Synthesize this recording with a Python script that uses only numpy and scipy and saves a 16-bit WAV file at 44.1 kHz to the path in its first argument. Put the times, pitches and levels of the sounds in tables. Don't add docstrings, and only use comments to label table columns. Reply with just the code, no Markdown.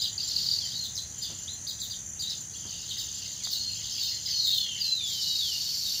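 import sys
import numpy as np
from scipy import signal
from scipy.fft import rfft, irfft
from scipy.io import wavfile
from scipy.ndimage import uniform_filter1d

SR = 44100
rng = np.random.default_rng(int(sys.argv[2]) if len(sys.argv) > 2 else 0)


def master(y):
    cut = np.clip(np.atleast_2d(y).T, -1, 1)
    pcm = np.round(cut * 32767)
    wavfile.write(sys.argv[1], SR, pcm.astype(np.int16))


N = 264600
TIME = np.arange(N) / SR

CHIP_CONTOUR = [(0, .1), (0.142, 0.98), (.28, 0.94), (0.451, .5), (0.699, .4), (1, 0.019)]


def undb(db):
    return 10 ** (np.asarray(db) / 20)


def level(x, db):
    return x * undb(db) / np.sqrt(np.mean(x ** 2))


def colour(x, points):
    hz, db = np.transpose(points)
    bin_hz = np.arange(N // 2 + 1) * SR / N
    return irfft(rfft(x) * undb(np.interp(np.log(bin_hz + 1), np.log(hz), db)), N)


def resonance(x, hz, width_hz):
    return signal.lfilter(*signal.iirpeak(hz, hz / width_hz, SR), x)


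def walk(rate):
    hold = int(SR / rate)
    steps = np.repeat(rng.standard_normal(N // hold + 1), hold)
    return 1.331 * uniform_filter1d(uniform_filter1d(steps, hold), hold)[:N]


def add_note(out, start, hz, gain, second_db, third_db, fourth_db=-80):
    i = int(start * SR)
    phase = 2 * np.pi * np.cumsum(hz) / SR + i
    harmonics = enumerate((second_db, third_db, fourth_db), 2)
    overtones = sum(undb(db) * (k * hz < SR / 2) * np.sin(k * phase) for k, db in harmonics)
    note = gain * (np.sin(phase) + overtones)
    out[max(i, 0):i + len(note)] += note[max(-i, 0):N - i]


def sweeps(notes, contour, flutter_hz, rasp_db, second_db, fourth_over_third_db=0.5):
    out, flutter, rasp = np.zeros(N), walk(500), walk(350)
    for start, db, top, end, length, third_db in notes:
        progress = np.arange(max(int(length * SR), 8)) / (length * SR)
        at = (int(start * SR) + np.arange(len(progress))) % N
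        height = uniform_filter1d(np.interp(progress, *np.transpose(contour)), size=60)
        hz = end + (top - end) * height + flutter_hz * flutter[at]
        gain = undb(db + rasp_db * rasp[at]) * np.sin(np.pi * np.clip(progress, 0, 1) ** 0.629)
        add_note(out, start, hz, gain, second_db, third_db, third_db + fourth_over_third_db)
    return out


def rumble():
    # (frequency [Hz], relative level [dB])
    spectrum = [(15, -49), (25, -36.5), (55, -5.5), (96, 1.5), (208, -7), (243, -12), (395, -18.5),
                (654, -21), (859, -21), (1130, -24.5), (1980, -19.5), (2270, -25.5), (2600, -22.5),
                (3380, -60), (5720, -120)]
    # (time [s], level [dB])
    fade = [(0.0, -50), (6.0, -53)]
    return level(colour(rng.standard_normal(N), spectrum), 0) * undb(np.interp(TIME, *np.transpose(fade)))


def insect_haze():
    # (frequency [Hz], relative level [dB])
    spectrum = [(2000, -50), (2500, -52.5), (3000, -40), (5350, -76), (5800, 3), (6500, 0.5), (6850, -9),
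                (7150, 7.5), (7500, -12.5), (8300, -18.5), (9400, -12), (10600, -29.5), (12800, -25.5),
                (15400, -26)]
    return level(colour(rng.standard_normal(N), spectrum), db=-44)


def flock(count, top_hz, spread_hz, end_hz, end_spread, third_db):
    when, loud, top, end, length = rng.random((count, 5)).T
    notes = np.transpose([(N / SR + .019) * when - .019, 5 * loud,
                          top_hz + spread_hz * top, end_hz * (1 + end_spread * end),
                          0.01993 + .04 * length, np.full(count, third_db)])
    return level(sweeps(notes, CHIP_CONTOUR, flutter_hz=202.2, rasp_db=2.0, second_db=-28), 0)


def colony():
    # (time [s], chatter level [dB], murmur level [dB])
    swells = [(0.0, -26.5, -41.5), (.07, -52.5, -48), (.16, -65.5, -56.5), (.19, -35, -44.5),
              (.53, -29.5, -47), (.72, -36, -53), (.92, -51, -62), (1.12, -52, -59.5), (1.3, -45, -46.5),
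              (1.6, -53.5, -60), (1.9, -46.5, -77), (2.1, -68, -61.5), (2.3, -40.5, -46.5),
              (2.47, -59.5, -60), (2.54, -45.5, -48.5), (3.02, -39, -43.5), (3.33, -39, -48),
              (3.4, -46.5, -48), (3.46, -38.5, -51), (3.8, -39, -43), (4.05, -28.5, -42),
              (4.21, -39.5, -45), (4.3, -30.5, -38.5), (4.4, -34.5, -51.5), (4.48, -27, -47),
              (4.72, -45, -44.5), (4.85, -31, -42.5), (4.97, -44, -49.5), (5.17, -31, -50.5),
              (6.0, -32, -47)]
    times, chatter_db, murmur_db = np.transpose(swells)
    chatter = flock(count=1400, top_hz=4409, spread_hz=1100, end_hz=3122, end_spread=.45, third_db=-21)
    murmur = flock(count=1000, top_hz=3054, spread_hz=398.6, end_hz=2669, end_spread=.1348, third_db=-39)
    chatter *= undb(np.interp(TIME, times, chatter_db))
    murmur *= undb(np.interp(TIME, times, murmur_db))
    return chatter + murmur


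def crickets():
    # (time [s], level [dB])
    chirps = [(-.017, -43), (.0897, -44), (0.124, -45.5), (0.2338, -38.5), (0.377, -39.5), (.49, -43.5),
              (0.546, -46), (0.646, -41), (.806, -42), (.924, -47.5), (1.0974, -45), (1.177, -41.5),
              (1.242, -51), (1.344, -42), (1.384, -39), (1.492, -41), (1.636, -48), (1.796, -42),
              (1.913, -45), (2.049, -43.5), (2.218, -39), (2.367, -42.5), (2.558, -43), (2.697, -48),
              (2.853, -43), (2.9964, -38.5), (3.14, -38.5), (3.288, -40), (3.431, -44), (3.567, -41.5),
              (3.676, -42.5), (3.747, -40), (3.8545, -44), (3.94, -43), (3.996, -42.5), (4.137, -40.5),
              (4.2138, -40.5), (4.318, -45), (4.426, -45.5), (4.5705, -43), (4.708, -44), (4.92, -44.5),
              (5.03, -43), (5.09, -43.5), (5.175, -44), (5.2745, -42), (5.3478, -43.5), (5.458, -47),
              (5.528, -46), (5.6, -45), (5.742, -39.5), (5.847, -44), (5.9284, -46)]
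    spacing_s, scatter_db = 0.0355, 3
    out, rough = np.zeros(N), undb(walk(200))
    envelope = signal.windows.tukey(int(0.0273 * SR), .6)
    for start, db in chirps:
        for at, (detune, size) in zip((start, start + spacing_s), rng.standard_normal((2, 2))):
            hz = 7150 + 40 * detune - np.linspace(-40, 40, len(envelope))
            add_note(out, at, hz, undb(db - scatter_db * size) * envelope, second_db=-20, third_db=-80)
    return out * rough


def chips():
    # (time [s], level [dB], top pitch [Hz], end pitch [Hz], length [s])
    calls = [ (.009, -28.5, 5174, 2714, 0.061), (.364, -32.5, 4880, 2980, .052),
             (0.802, -41, 3600, 2470, 0.027), (.843, -27, 4440, 2860, 0.027),
             (0.951, -30.5, 6270, 4520, 0.031), (0.966, -29.5, 5340, 3020, .029),
             (1.215, -29.5, 5173, 2800, 0.053), (1.666, -28.5, 5055, 2704, .054),
             (1.788, -33, 4913, 2720, 0.085), (1.899, -31.5, 4920, 2655, 0.059),
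             (2.191, -32, 4670, 3470, 0.053), (2.22, -33.5, 4600, 2617, 0.038),
             (2.295, -30, 5224, 3380, 0.041), (2.728, -60.5, 5290, 2830, .049),
             (2.882, -32, 4450, 2940, 0.065), (2.971, -29.5, 5080, 2940, 0.0605),
             (3.433, -29, 4816, 2860, 0.051), (3.503, -28, 5200, 3170, 0.078),
             (3.91, -33.5, 5290, 4140, 0.099), (5.203, -28, 5410, 3820, 0.043)]
    third_db = -22
    notes = [(*call, third_db) for call in calls]
    return sweeps(notes, CHIP_CONTOUR, flutter_hz=240, rasp_db=5.0, second_db=-19.5)


def cicada():
    runs = [ .0092, .056, .1155, .188, .2464, .3054, .3771, .4487, .534, .6064, .6906, .7505, .8097, .882,
            .9803, 1.1444, 1.2035, 1.2626, 1.3347, 1.408, 1.4782, 1.552, 1.611, 1.6684, 1.7286, 1.8, 1.8716,
            1.9319, 1.989, 2.0496, 2.1216, 2.193, 2.279, 2.3524, 2.424, 2.4703, 2.5686, 2.6402, 2.7266,
            2.837, 3.016, 3.0875, 3.16, 3.219, 3.2775, 3.3492, 3.423, 3.6666, 3.829, 3.9954, 4.0157, 4.271,
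            4.3439, 4.4165, 4.49, 4.5614, 4.6217, 4.6812, 4.7646, 4.8394, 4.9507, 5.0092, 5.1483, 5.22,
            5.279, 5.3389, 5.3853, 5.4309, 5.5302, 5.6032, 5.6883, 5.7609, 5.8214, 5.8926, 5.952, 6.011]
    # (time [s], level [dB])
    loudness = [(0.0, -45.5), (1.37, -47), (3.65, -42.5), (3.7, -60), (3.73, -42.5), (6.0, -47)]
    stroke_s, pause_s, scatter_db = .01312, .0197, 2.0
    out, t = np.zeros(N), np.arange(int(0.00735 * SR)) / SR
    envelope = np.interp(t, [.0008, .0027, .0042, .006, .0075], [0.677, 0.91, 0.38, 0.7, 0.1])
    for first, following in zip(runs, runs[1:]):
        last = following - pause_s
        for start in np.linspace(first, last, round((last - first) / stroke_s) + 1):
            size, detune = rng.standard_normal(2)
            hz = 5950 + 70 * detune + 750 * (t / t[-1]) ** 0.47
            add_note(out, start, hz, undb(scatter_db * size) * envelope, second_db=-30, third_db=-80)
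    return level(out, 0) * undb(np.interp(TIME, *np.transpose(loudness)))


def scolds():
    # (time [s], level [dB], length [s], third harmonic [dB])
    calls = [(0.01, -30, 0.0337, -23), (0.352, -46, 0.0374, -5), (.832, -43, 0.038, -12),
             (0.943, -49, .033, -6), (1.216, -39, 0.041, -17), (1.676, -39.5, 0.037, -8),
             (1.81, -38.5, 0.062, -11.5), (1.908, -39.5, 0.044, -22.5), (2.295, -33, 0.025, -21.5),
             (2.965, -37, 0.078, -12.5), (3.506, -37, 0.037, -6), (4.016, -32, 0.0773, -17),
             (4.442, -25, 0.0772, -18), (4.54, -29.5, 0.053, -14.5), (5.06, -31, 0.0726, -18.5),
             (5.209, -31.5, 0.029, -21), (5.85, -30.5, 0.053, -16.5)]
    top_hz, end_hz = 3920, 3560
    notes = [(start, db, top_hz, end_hz, length, third_db) for start, db, length, third_db in calls]
    falling = [(0, 0.91), (1, 0.015)]
    return sweeps(notes, falling, flutter_hz=90, rasp_db=4.0, second_db=-15, fourth_over_third_db=2.5)


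def trills():
    # (first note [s], last note [s], level [dB], ends softer by [dB])
    bursts = [(.0234, .0744, -25, 0), (.178, .232, -22.5, 0), (.285, .688, -21.5, 3)]
    beat_s, jitter_s, scatter_db = .0252, 0.00101, 2
    top_hz, end_hz, length_s, third_db = 5200, 3900, .011, -32
    notes = []
    for first, last, db, ends_db in bursts:
        count = round((last - first) / beat_s) + 1
        for progress, (late, size) in zip(np.linspace(0, 1, count), rng.standard_normal((count, 2))):
            start = first + progress * (last - first) + jitter_s * late
            note_db = db - ends_db * (2 * progress - 1) ** 2 + scatter_db * size
            notes.append((start, note_db, top_hz, end_hz, length_s, third_db))
    return sweeps(notes, [(0, 0.82), (1, 0.029)], flutter_hz=30, rasp_db=3.5, second_db=-45)


def buzz():
    # (start [s], end [s], body at start [dB], at end [dB], treble at start [dB], at end [dB])
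    buzzes = [(0.243, 0.696, -45, -46, -59, -69.5), (5.06, 6.05, -43.5, -36.5, -53, -44)]
    # (frequency [Hz], width [Hz], relative level [dB])
    throat = [(4440, 200, -1), (5520, 400, 2), (4900, 800, -26)]
    # (frequency [Hz], relative level [dB])
    edge_spectrum = [(7000, -34), (10400, -58), (11600, 11), (13500, 6), (15400, 2.5)]
    snaps_per_s, ramp_s = 1800, 0.01
    snaps = (rng.random(N) < snaps_per_s / SR) * rng.standard_normal(N)
    body = level(sum(level(resonance(snaps, hz, width), db) for hz, width, db in throat), 0)
    treble = level(colour(rng.standard_normal(N) + 3 * snaps, edge_spectrum), 0)
    out = np.zeros(N)
    for start, end, body_db, body_end_db, treble_db, treble_end_db in buzzes:
        gate = np.clip(np.minimum(TIME - start, end - TIME) / ramp_s, 0, 1)
        out += gate * body * undb(np.interp(TIME, [start, end], [body_db, body_end_db]))
        out += gate * treble * undb(np.interp(TIME, [start, end], [treble_db, treble_end_db]))
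    return out


def whistles():
    # (time [s], length [s], level [dB],
    # change by the end [dB], from [Hz], towards [Hz], hold [s], glide time constant [s])
    notes = [ (0.244, .05, -40, -20, 3200, 2916, 0, 0.017),
             (0.604, 0.098, -39, -5, 3590, 3054, 0.0036, 0.023),
             (0.714, 0.092, -41.5, 6, 2885, 3950, 0.0018, 0.0106),
             (0.727, 0.13, -41.5, 11, 4680, 3955, 0.0014, 0.083),
             (1.475, 0.088, -37, -6, 2970, 4150, 0, 0.012),
             (2.265, 0.1085, -36.5, -6, 3920, 3240, .045, 0.0465),
             (3.377, 0.09, -52, -2, 2910, 1000, 0.0033, 0.094),
             (3.557, 0.19, -33, -4.5, 4440, 4268, 0.013, 0.033),
             (3.977, 0.224, -31, -8, 5104, 4200, 0, 0.037),
             (4.254, 0.399, -33, 4.5, 5203, 4243, 0.0045, 0.033),
             (4.3, .13, -36.5, -2, 6200, 5308, 0.0092, .18), (4.396, 0.076, -38, 11, 3980, 3870, 0, 0.046),
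             (4.468, .5, -35, -17, 3870, 2697, 0.00027, 0.11),
             (4.503, 0.35, -28.5, -14.5, 3860, 2755, 0.025, .17),
             (4.797, 0.159, -29, 1, 5214, 4056, 0.00039, .03),
             (4.941, .41, -31.5, -13.5, 4072, 2824, 0.0018, .15),
             (5.001, 0.033, -41, -1, 2600, 1887, 0, 0.0423), (5.22, .8, -38.5, 0, 4410, 4450, .05, .15),
             (5.218, 0.16, -33.5, -1.5, 4230, 3810, 0.018, 0.033),
             (5.386, 0.19, -29.5, -13.5, 3880, 2330, 0.0066, .14),
             (5.678, 0.114, -43, -18.5, 3070, 596.6, 0.018, 0.11)]
    attack_s, release_s = 0.00755, 0.0272
    out, shimmer, waver_hz = np.zeros(N), undb(3.5 * walk(220)), 35 * walk(300)
    for start, length, db, change_db, from_hz, to_hz, hold, glide in notes:
        span = slice(int(start * SR), int((start + length) * SR))
        t = TIME[span] - start
        pitch = to_hz + (from_hz - to_hz) * np.exp(-np.clip(t - hold, 0, None) / glide)
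        falling = uniform_filter1d(np.clip(-np.gradient(pitch) * SR / 3500, 0, 1), size=600)
        envelope = np.clip(np.minimum(t / attack_s, (length - t) / release_s), 0, 1)
        gain = np.sqrt(2) * undb(db + change_db * t / length) * envelope * shimmer[span]
        add_note(out, start, pitch + waver_hz[span], gain,
                 second_db=-38 + 8 * falling, third_db=-40 + 17 * falling)
    return out


def far_bird():
    # (time [s], level [dB], pitch [Hz])
    calls = [(0.6399, -56.5, 1940), (0.7317, -59, 1920), (1.493, -60, 1980), (2.2812, -58, 1920),
             (2.9524, -59, 1820), (3.249, -57, 1890), (3.7813, -56, 2120), (3.9614, -52, 2030),
             (4.1096, -50.5, 2030), (4.2657, -50.5, 2034), (4.467, -56.5, 1920), (4.6444, -56, 1940),
             (4.7536, -50.5, 2020), (5.0976, -56, 1980), (5.3582, -66.5, 2110)]
    length_s, third_db = .06, -45
    notes = [(start, db, 1.06 * hz, .92 * hz, length_s, third_db) for start, db, hz in calls]
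    return sweeps(notes, [(0, 0.963), (1, 0)], flutter_hz=141.4, rasp_db=5.0, second_db=-50)


def handling():
    # (time [s], peak level [dB], resonance [Hz], decay [s])
    bumps = [(1.3, -41, 167, 0.038), (2.65, -39, 166, 0.037)]
    out = np.zeros(N)
    for start, db, hz, decay in bumps:
        i, t = int(start * SR), np.arange(int(8 * decay * SR)) / SR
        burst = resonance(rng.standard_normal(len(t)) * np.exp(-t / decay), hz, width_hz=hz)
        out[i:i + len(t)] += burst * undb(db) / np.max(np.abs(burst))
    return out


def finger_tick():
    # (time [s], level [dB])
    taps = [(3.472, -8)]
    (start, db), = taps
    impulse = np.zeros(N)
    impulse[int(start * SR)] = undb(db)
    return resonance(impulse, hz=1070, width_hz=820)


def leaves(x):
    t60_s, build_s, scatter_db = 0.281, 0.0088, 0.5
    echo_s, echo_db = 0.0042, -6.5
    t = np.arange(int(.6 * SR)) / SR
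    response = rng.standard_normal(len(t)) * undb(-60 * t / t60_s) * np.clip(t / build_s, 0, 1)
    response *= undb(scatter_db) / np.sqrt(np.sum(response ** 2))
    response[[0, int(echo_s * SR)]] = 1, undb(echo_db)
    return signal.fftconvolve(x, response)[:N]


def scene():
    # (frequency [Hz], gain [dB])
    beak = [(1500, 0), (2500, -7), (3000, -0.5), (5500, -2), (8000, -0.5), (10500, -6.5), (13000, -1),
            (15300, 2.5)]
    chipping, trilling = chips(), trills()
    birds = colour(chipping + scolds() + colony(), beak) + buzz() + far_bird()
    insects = cicada() + crickets()
    background = rumble() + insect_haze()
    song = colour(whistles(), beak)
    birds += undb(-5) * trilling + undb(-2.5) * song
    direct = undb(-10) * song + undb(-9) * trilling + insects
    scattered = undb(-4.5) * leaves(birds) + undb(-15.5) * leaves(insects)
    mono = direct + scattered + background + handling() + finger_tick()
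    return np.array([mono, mono])


def record(dry):
    top_hz = 15570
    return signal.sosfilt(signal.ellip(12, .2, 80, top_hz, fs=SR, output="sos"), dry)


dry = scene()
out = record(dry)
master(out)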